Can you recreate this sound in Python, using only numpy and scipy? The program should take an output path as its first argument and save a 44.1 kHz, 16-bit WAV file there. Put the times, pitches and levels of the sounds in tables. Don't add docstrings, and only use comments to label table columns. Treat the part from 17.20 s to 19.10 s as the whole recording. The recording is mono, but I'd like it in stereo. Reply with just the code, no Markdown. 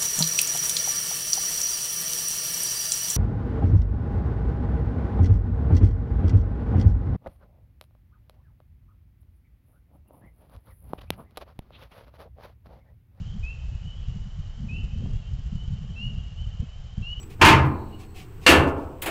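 import sys
import numpy as np
from scipy import signal
from scipy.fft import rfft, irfft
from scipy.io import wavfile
from scipy.ndimage import uniform_filter1d

SR = 44100
rng = np.random.default_rng(int(sys.argv[2]) if len(sys.argv) > 2 else 0)


def digitize_waveform(pressure):
    field = np.atleast_2d(pressure).T
    bounded = np.clip(field, -1, 1)
    quanta = np.round(bounded * 32767).astype(np.int16)
    wavfile.write(sys.argv[1], SR, quanta)


N = 83790
T, HZ = np.arange(N) / SR, np.fft.rfftfreq(N, 1 / SR)

# frequency in Hz, left-right correlation.
STEREO_CORRELATION = [(100, 0.99), (280, .88), (450, 0.6), (750, 0.097), (1300, -0.004), (2500, 0.003),
                      (12000, 0.21)]
# frequency in Hz, left minus right in dB.
PAN_DB = [(60, 5.1), (290, -2.2), (640, 3.5), (1410, 1.5), (3100, -1.5), (7000, 2.5), (15000, 0.5)]
# frequency in Hz, relative level in dB.
RUMBLE_COLOUR_DB = [(20, -0.5), (45, -7.5), (95, -3.5), (165, -9.5), (240, -17.5), (330, -12.5),
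                    (460, -16.5), (560, -30.5), (890, -24.5), (1400, -28), (2000, -33), (2800, -31.5),
                    (3700, -42), (7000, -46.5), (8000, -37), (10000, -53.5), (14500, -41)]
# frequency in Hz, level in dB.
HUM_TONES = [(28, -47.5), (77, -46.5), (112, -53)]
# start in seconds, length in seconds, pitch in Hz, level in dB.
SQUEAK_EVENTS = [(-.03, .12, 7765, -47), (-.03, 0.089, 5800, -52), (0.707, 0.097, 2888, -50.5),
                 (.36, 1, 4320, -65), (.4, 0.8, 3930, -68.5), (0.56, 1, 7950, -71)]
# start in seconds, length in seconds, level in dB.
RUSTLE_EVENTS = [(0.026, 0.024, -49), (.095, 0.08, -49), (0.785, .11, -49.5), (0.943, 0.15, -44.5),
                 (1.463, 0.077, -45.5), (1.557, 0.16, -56), (1.206, 0.18, -47.5)]
# frequency in Hz, relative level in dB.
RUSTLE_COLOUR_DB = [(350, -47), (600, -16), (775, 12.5), (887, -66), (1110, 7.5), (1260, -17), (2540, 4.5),
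                    (3500, -5), (15000, -19)]
# frequency in Hz, relative level in dB.
PUSH_COLOUR_DB = [(25, -7), (70, 1.5), (300, -20), (1000, -21.5), (4000, -43.5), (15000, -60.5)]
# start in seconds, level in dB, tilt in dB per octave, t60 factor.
LATCH_HITS = [(1.8174, -26, 2, 1.0), (1.819, -18.5, 8, .35), (1.858, -20.5, 0.5, .95)]
# frequency in Hz, relative level in dB.
LATCH_COLOUR_DB = [(59, -23), (100, -8), (252, -13), (330, -3.5), (674, -2.5), (1290, -7), (2420, -4),
                   (5370, -25), (5840, -29.5), (6760, -20.5), (15000, -20.5)]
# start in seconds, frequency in Hz, level in dB,
# rise, hold and t60 in seconds, beat rate in Hz, beat depth from 0 to 1.
ROOM_MODES = [(0.215, 84.55, -22.5, 0.027, 0.22, 0.66, 16.5, 0.8),
              (.28, 136.4, -17, 0.095, 0.09, 0.21, 5, 0), (1.257, 77.8, -21, 0.055, 0.06, 0.95, 11, 1),
              (1.33, 142.3, -28.5, 0.048, 0.072, 0.59, 6.2, 0.78)]
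# start in seconds, level in dB, tilt in dB per octave.
CHATTER_HITS = [(.246, -5.5, 4.5), (.281, -8, 1.5), (1.288, -10, 6.5), (0.34, -46.5, 12), (0.45, -51, 14.5)]
# frequency in Hz, relative level in dB.
CRASH_COLOURS_DB = [
    [(18, -70), (30, -12), (81, 7.5), (185, -12), (320, -6), (552, -13), (928, -8.5), (1170, -4),
     (1650, -4), (2770, -5), (3980, -19), (4540, -21), (9890, -34), (12800, -36), (15000, -43)],
    [(18, -57), (30, -52), (71, -11), (110, -14), (211, -15), (281, -7), (404, -11.5), (437, -13),
     (754, -16), (1780, -7.5), (2080, -11), (2700, -8.5), (3880, -18), (12800, -39), (15000, -49)],
]
# centre in Hz, width in Hz, gain in dB for panels 0 and 1.
CLANG_BANDS = [(80.4, 29, -8, -3.5), (908, 110, 10, 4), (1790, 140, 0, -7.5), (2766, 96, 1.5, 6.5),
               (3150, 120, 4, 1.5), (4510, 250, 7, 7.5), (8140, 500, 4.5, 6)]
# frequency in Hz, base t60 in seconds for panels 0 and 1,
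# build-up in seconds for panels 0 and 1.
BAND_TIMES = [(50, 0.64, 1, .012, 0.012), (146, 0.9, 0.67, 0.0072, 0.014), (402, 0.86, 0.9, 0.0071, 0.012),
              (993, 0.57, 0.71, 0.0056, .022), (1700, 0.4, 0.4, 0.0096, .005),
              (3060, 0.31, 0.32, 0.0041, .001), (5050, 0.29, 0.19, .002, .002),
              (12000, 0.19, 0.31, 0.0034, 0.002)]
# frequency in Hz, relative level in dB.
PANEL_MODES = [
    [(215, -6.5), (311, -4.5), (802, -7), (903, 1), (992, -0.5), (1045, 4), (1092, -6.5), (1222, -1.5),
     (1368, -17), (1706, 3), (2125, -0.5), (2378, 2.5), (2619, -1.5), (2990, -2.5)],
    [(282, -5.5), (510, -4), (574, -10.5), (673, -5.5), (820, -12), (1044, -9.5), (1110, -4.5), (1431, -20),
     (1711, -13), (1741, 1.5), (1797, -6.5), (2290, -5), (2683, 0), (2844, -8)],
]
# start in seconds, crash and ring gains in dB, attack in seconds,
# t60 factor of the ring.
PANEL_SLAMS = [(.2125, 1, -12, 0.0048, 1.2), (1.2635, 0, -12, 0.0014, 1.1)]


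def amp(db):
    return 10 ** (np.asarray(db) / 20)


def unit(x):
    return x / np.sqrt(np.mean(x ** 2) + 1e-20)


def curve(points):
    hz, value = np.transpose(points)
    return np.interp(np.log(HZ + 1), np.log(hz + 1), value)


def tilted(points, db_per_octave):
    return curve(points) + db_per_octave * np.log2(HZ + 100)


def drift(rate_hz, size=2048):
    spectrum = rfft(rng.standard_normal(size))
    lowpass = np.exp(-(HZ[:len(spectrum)] / rate_hz) ** 2)
    return np.interp(T, np.linspace(0, T[-1], size), unit(irfft(spectrum * lowpass)))


def fall(age_s, t60_s):
    return np.exp(-np.log(1000) * np.maximum(age_s, 0) / t60_s)


def swell(start_s, length_s):
    return np.sin(np.pi * np.clip((T - start_s) / length_s, 0, 1) ** 0.52) ** 2


def room_noise(colour_db):
    left, independent = rfft(rng.standard_normal((2, N)))
    correlation, pan = curve(STEREO_CORRELATION), amp(curve(PAN_DB) / 2)
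    right = correlation * left + np.sqrt(1 - correlation ** 2) * independent
    return unit(irfft(np.array([left * pan, right / pan]) * amp(colour_db), N))


def machinery(rumble_db=-42, swell_db=1, waver_hz=4.4):
    out = amp(rumble_db + swell_db * drift(3.4)) * room_noise(curve(RUMBLE_COLOUR_DB))
    for hz, db in HUM_TONES:
        phase = 2 * np.pi * np.cumsum(hz + waver_hz * drift(8.6)) / SR
        out += amp(db) * unit(np.sin(phase))
    return out


def squeaks(half_width_hz=48):
    out = 0
    for start_s, length_s, hz, db in SQUEAK_EVENTS:
        peak_db = -20 * np.log10(1 + ((HZ - hz) / half_width_hz) ** 2)
        out += amp(db) * swell(start_s, length_s) * room_noise(peak_db)
    return out


def rustles(grain_depth=0.15):
    grain = unit(np.exp(grain_depth * drift(300)))
    envelope = sum(amp(db) * swell(start_s, length_s) for start_s, length_s, db in RUSTLE_EVENTS)
    return envelope * grain * room_noise(curve(RUSTLE_COLOUR_DB))


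def air_push(level_db=-25):
    return amp(level_db) * swell(start_s=0.192, length_s=0.14) * room_noise(curve(PUSH_COLOUR_DB))


def metal_crash(start_s, colour_db, attack_s, t60_factor=1, panel=0):
    spectrum = rfft(room_noise(colour_db))
    age_s = T[T >= start_s] - start_s
    centres_hz = [row[0] for row in BAND_TIMES]
    out = 0
    for weights, row in zip(np.eye(len(BAND_TIMES)), BAND_TIMES):
        bandpass = curve(list(zip(centres_hz, weights)))
        band = irfft(spectrum * bandpass, N)[:, :len(age_s)]
        t60_s, build_s = row[1 + panel], row[3 + panel]
        out += band * fall(age_s, t60_s * t60_factor) * (1 - np.exp(-age_s / build_s))
    out *= np.minimum(age_s / attack_s, 1)
    return np.pad(out, ((0, 0), (N - len(age_s), 0)))


def latch(attack_s=0.00067):
    return sum(amp(db) * metal_crash(start_s, tilted(LATCH_COLOUR_DB, tilt), attack_s, t60_factor)
               for start_s, db, tilt, t60_factor in LATCH_HITS)


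def room_boom():
    out = 0
    for start_s, hz, db, rise_s, hold_s, t60_s, beat_hz, depth in ROOM_MODES:
        age_s = np.maximum(T - start_s, 0)
        envelope = amp(db) * np.minimum(age_s / rise_s, 1) * fall(age_s - rise_s - hold_s, t60_s)
        beat = 1 - depth * np.cos(2 * np.pi * beat_hz * age_s)
        out += envelope * beat * np.sin(2 * np.pi * hz * age_s)
    return out


def frame_chatter(attack_s=0.0025, t60_factor=0.94):
    return sum(amp(db) * metal_crash(start_s, tilted(CRASH_COLOURS_DB[0], tilt), attack_s, t60_factor)
               for start_s, db, tilt in CHATTER_HITS)


def panel_ring(start_s, panel, attack_s, t60_factor, beat_depth=0.41):
    age_s = np.maximum(T - start_s, 0)
    t60_s = t60_factor * curve([(row[0], row[1 + panel]) for row in BAND_TIMES])
    correlation = curve(STEREO_CORRELATION)
    out = 0
    for hz, db in PANEL_MODES[panel]:
        offset_rad = np.arccos(np.interp(hz, HZ, correlation)) * rng.choice([-1, 1])
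        phase_rad = 2 * np.pi * rng.random() + np.array([[0], [offset_rad]])
        envelope = amp(db) * fall(age_s, np.interp(hz, HZ, t60_s))
        beat = 1 + beat_depth * drift(14)
        out += envelope * beat * np.sin(2 * np.pi * hz * age_s + phase_rad)
    return out * np.minimum(age_s / attack_s, 1)


def panel_slams():
    out = 0
    for panel, (start_s, crash_db, ring_db, attack_s, ring_t60_factor) in enumerate(PANEL_SLAMS):
        colour_db = curve(CRASH_COLOURS_DB[panel])
        for hz, width_hz, *gains_db in CLANG_BANDS:
            colour_db += gains_db[panel] * np.exp(-((HZ - hz) / width_hz) ** 2)
        out += amp(crash_db) * metal_crash(start_s, colour_db, attack_s, panel=panel)
        out += amp(ring_db) * panel_ring(start_s, panel, attack_s, ring_t60_factor)
    return out


def scene():
    background = machinery() + squeaks() + rustles()
    return background + air_push() + latch() + room_boom() + frame_chatter() + panel_slams()


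def record(dry, limit_db=-4, recovery_db_per_s=112, ceiling=0.71, cutoff_hz=15700):
    power_db = 10 * np.log10(abs(uniform_filter1d((dry ** 2).mean(0), size=200)) + 1e-12)
    recovery_db = T * recovery_db_per_s
    peak_db = np.maximum.accumulate(power_db + recovery_db) - recovery_db
    reduction_db = uniform_filter1d(np.maximum(peak_db - limit_db, 0), size=60)
    limited = dry / amp(reduction_db)
    clipped = limited / (1 + (limited / ceiling) ** 8) ** (1 / 8)
    lowpass = signal.firwin(255, cutoff_hz, window=("kaiser", 7), fs=SR)
    return signal.oaconvolve(clipped, lowpass[None], "same")


dry = scene()
out = record(dry)
digitize_waveform(out)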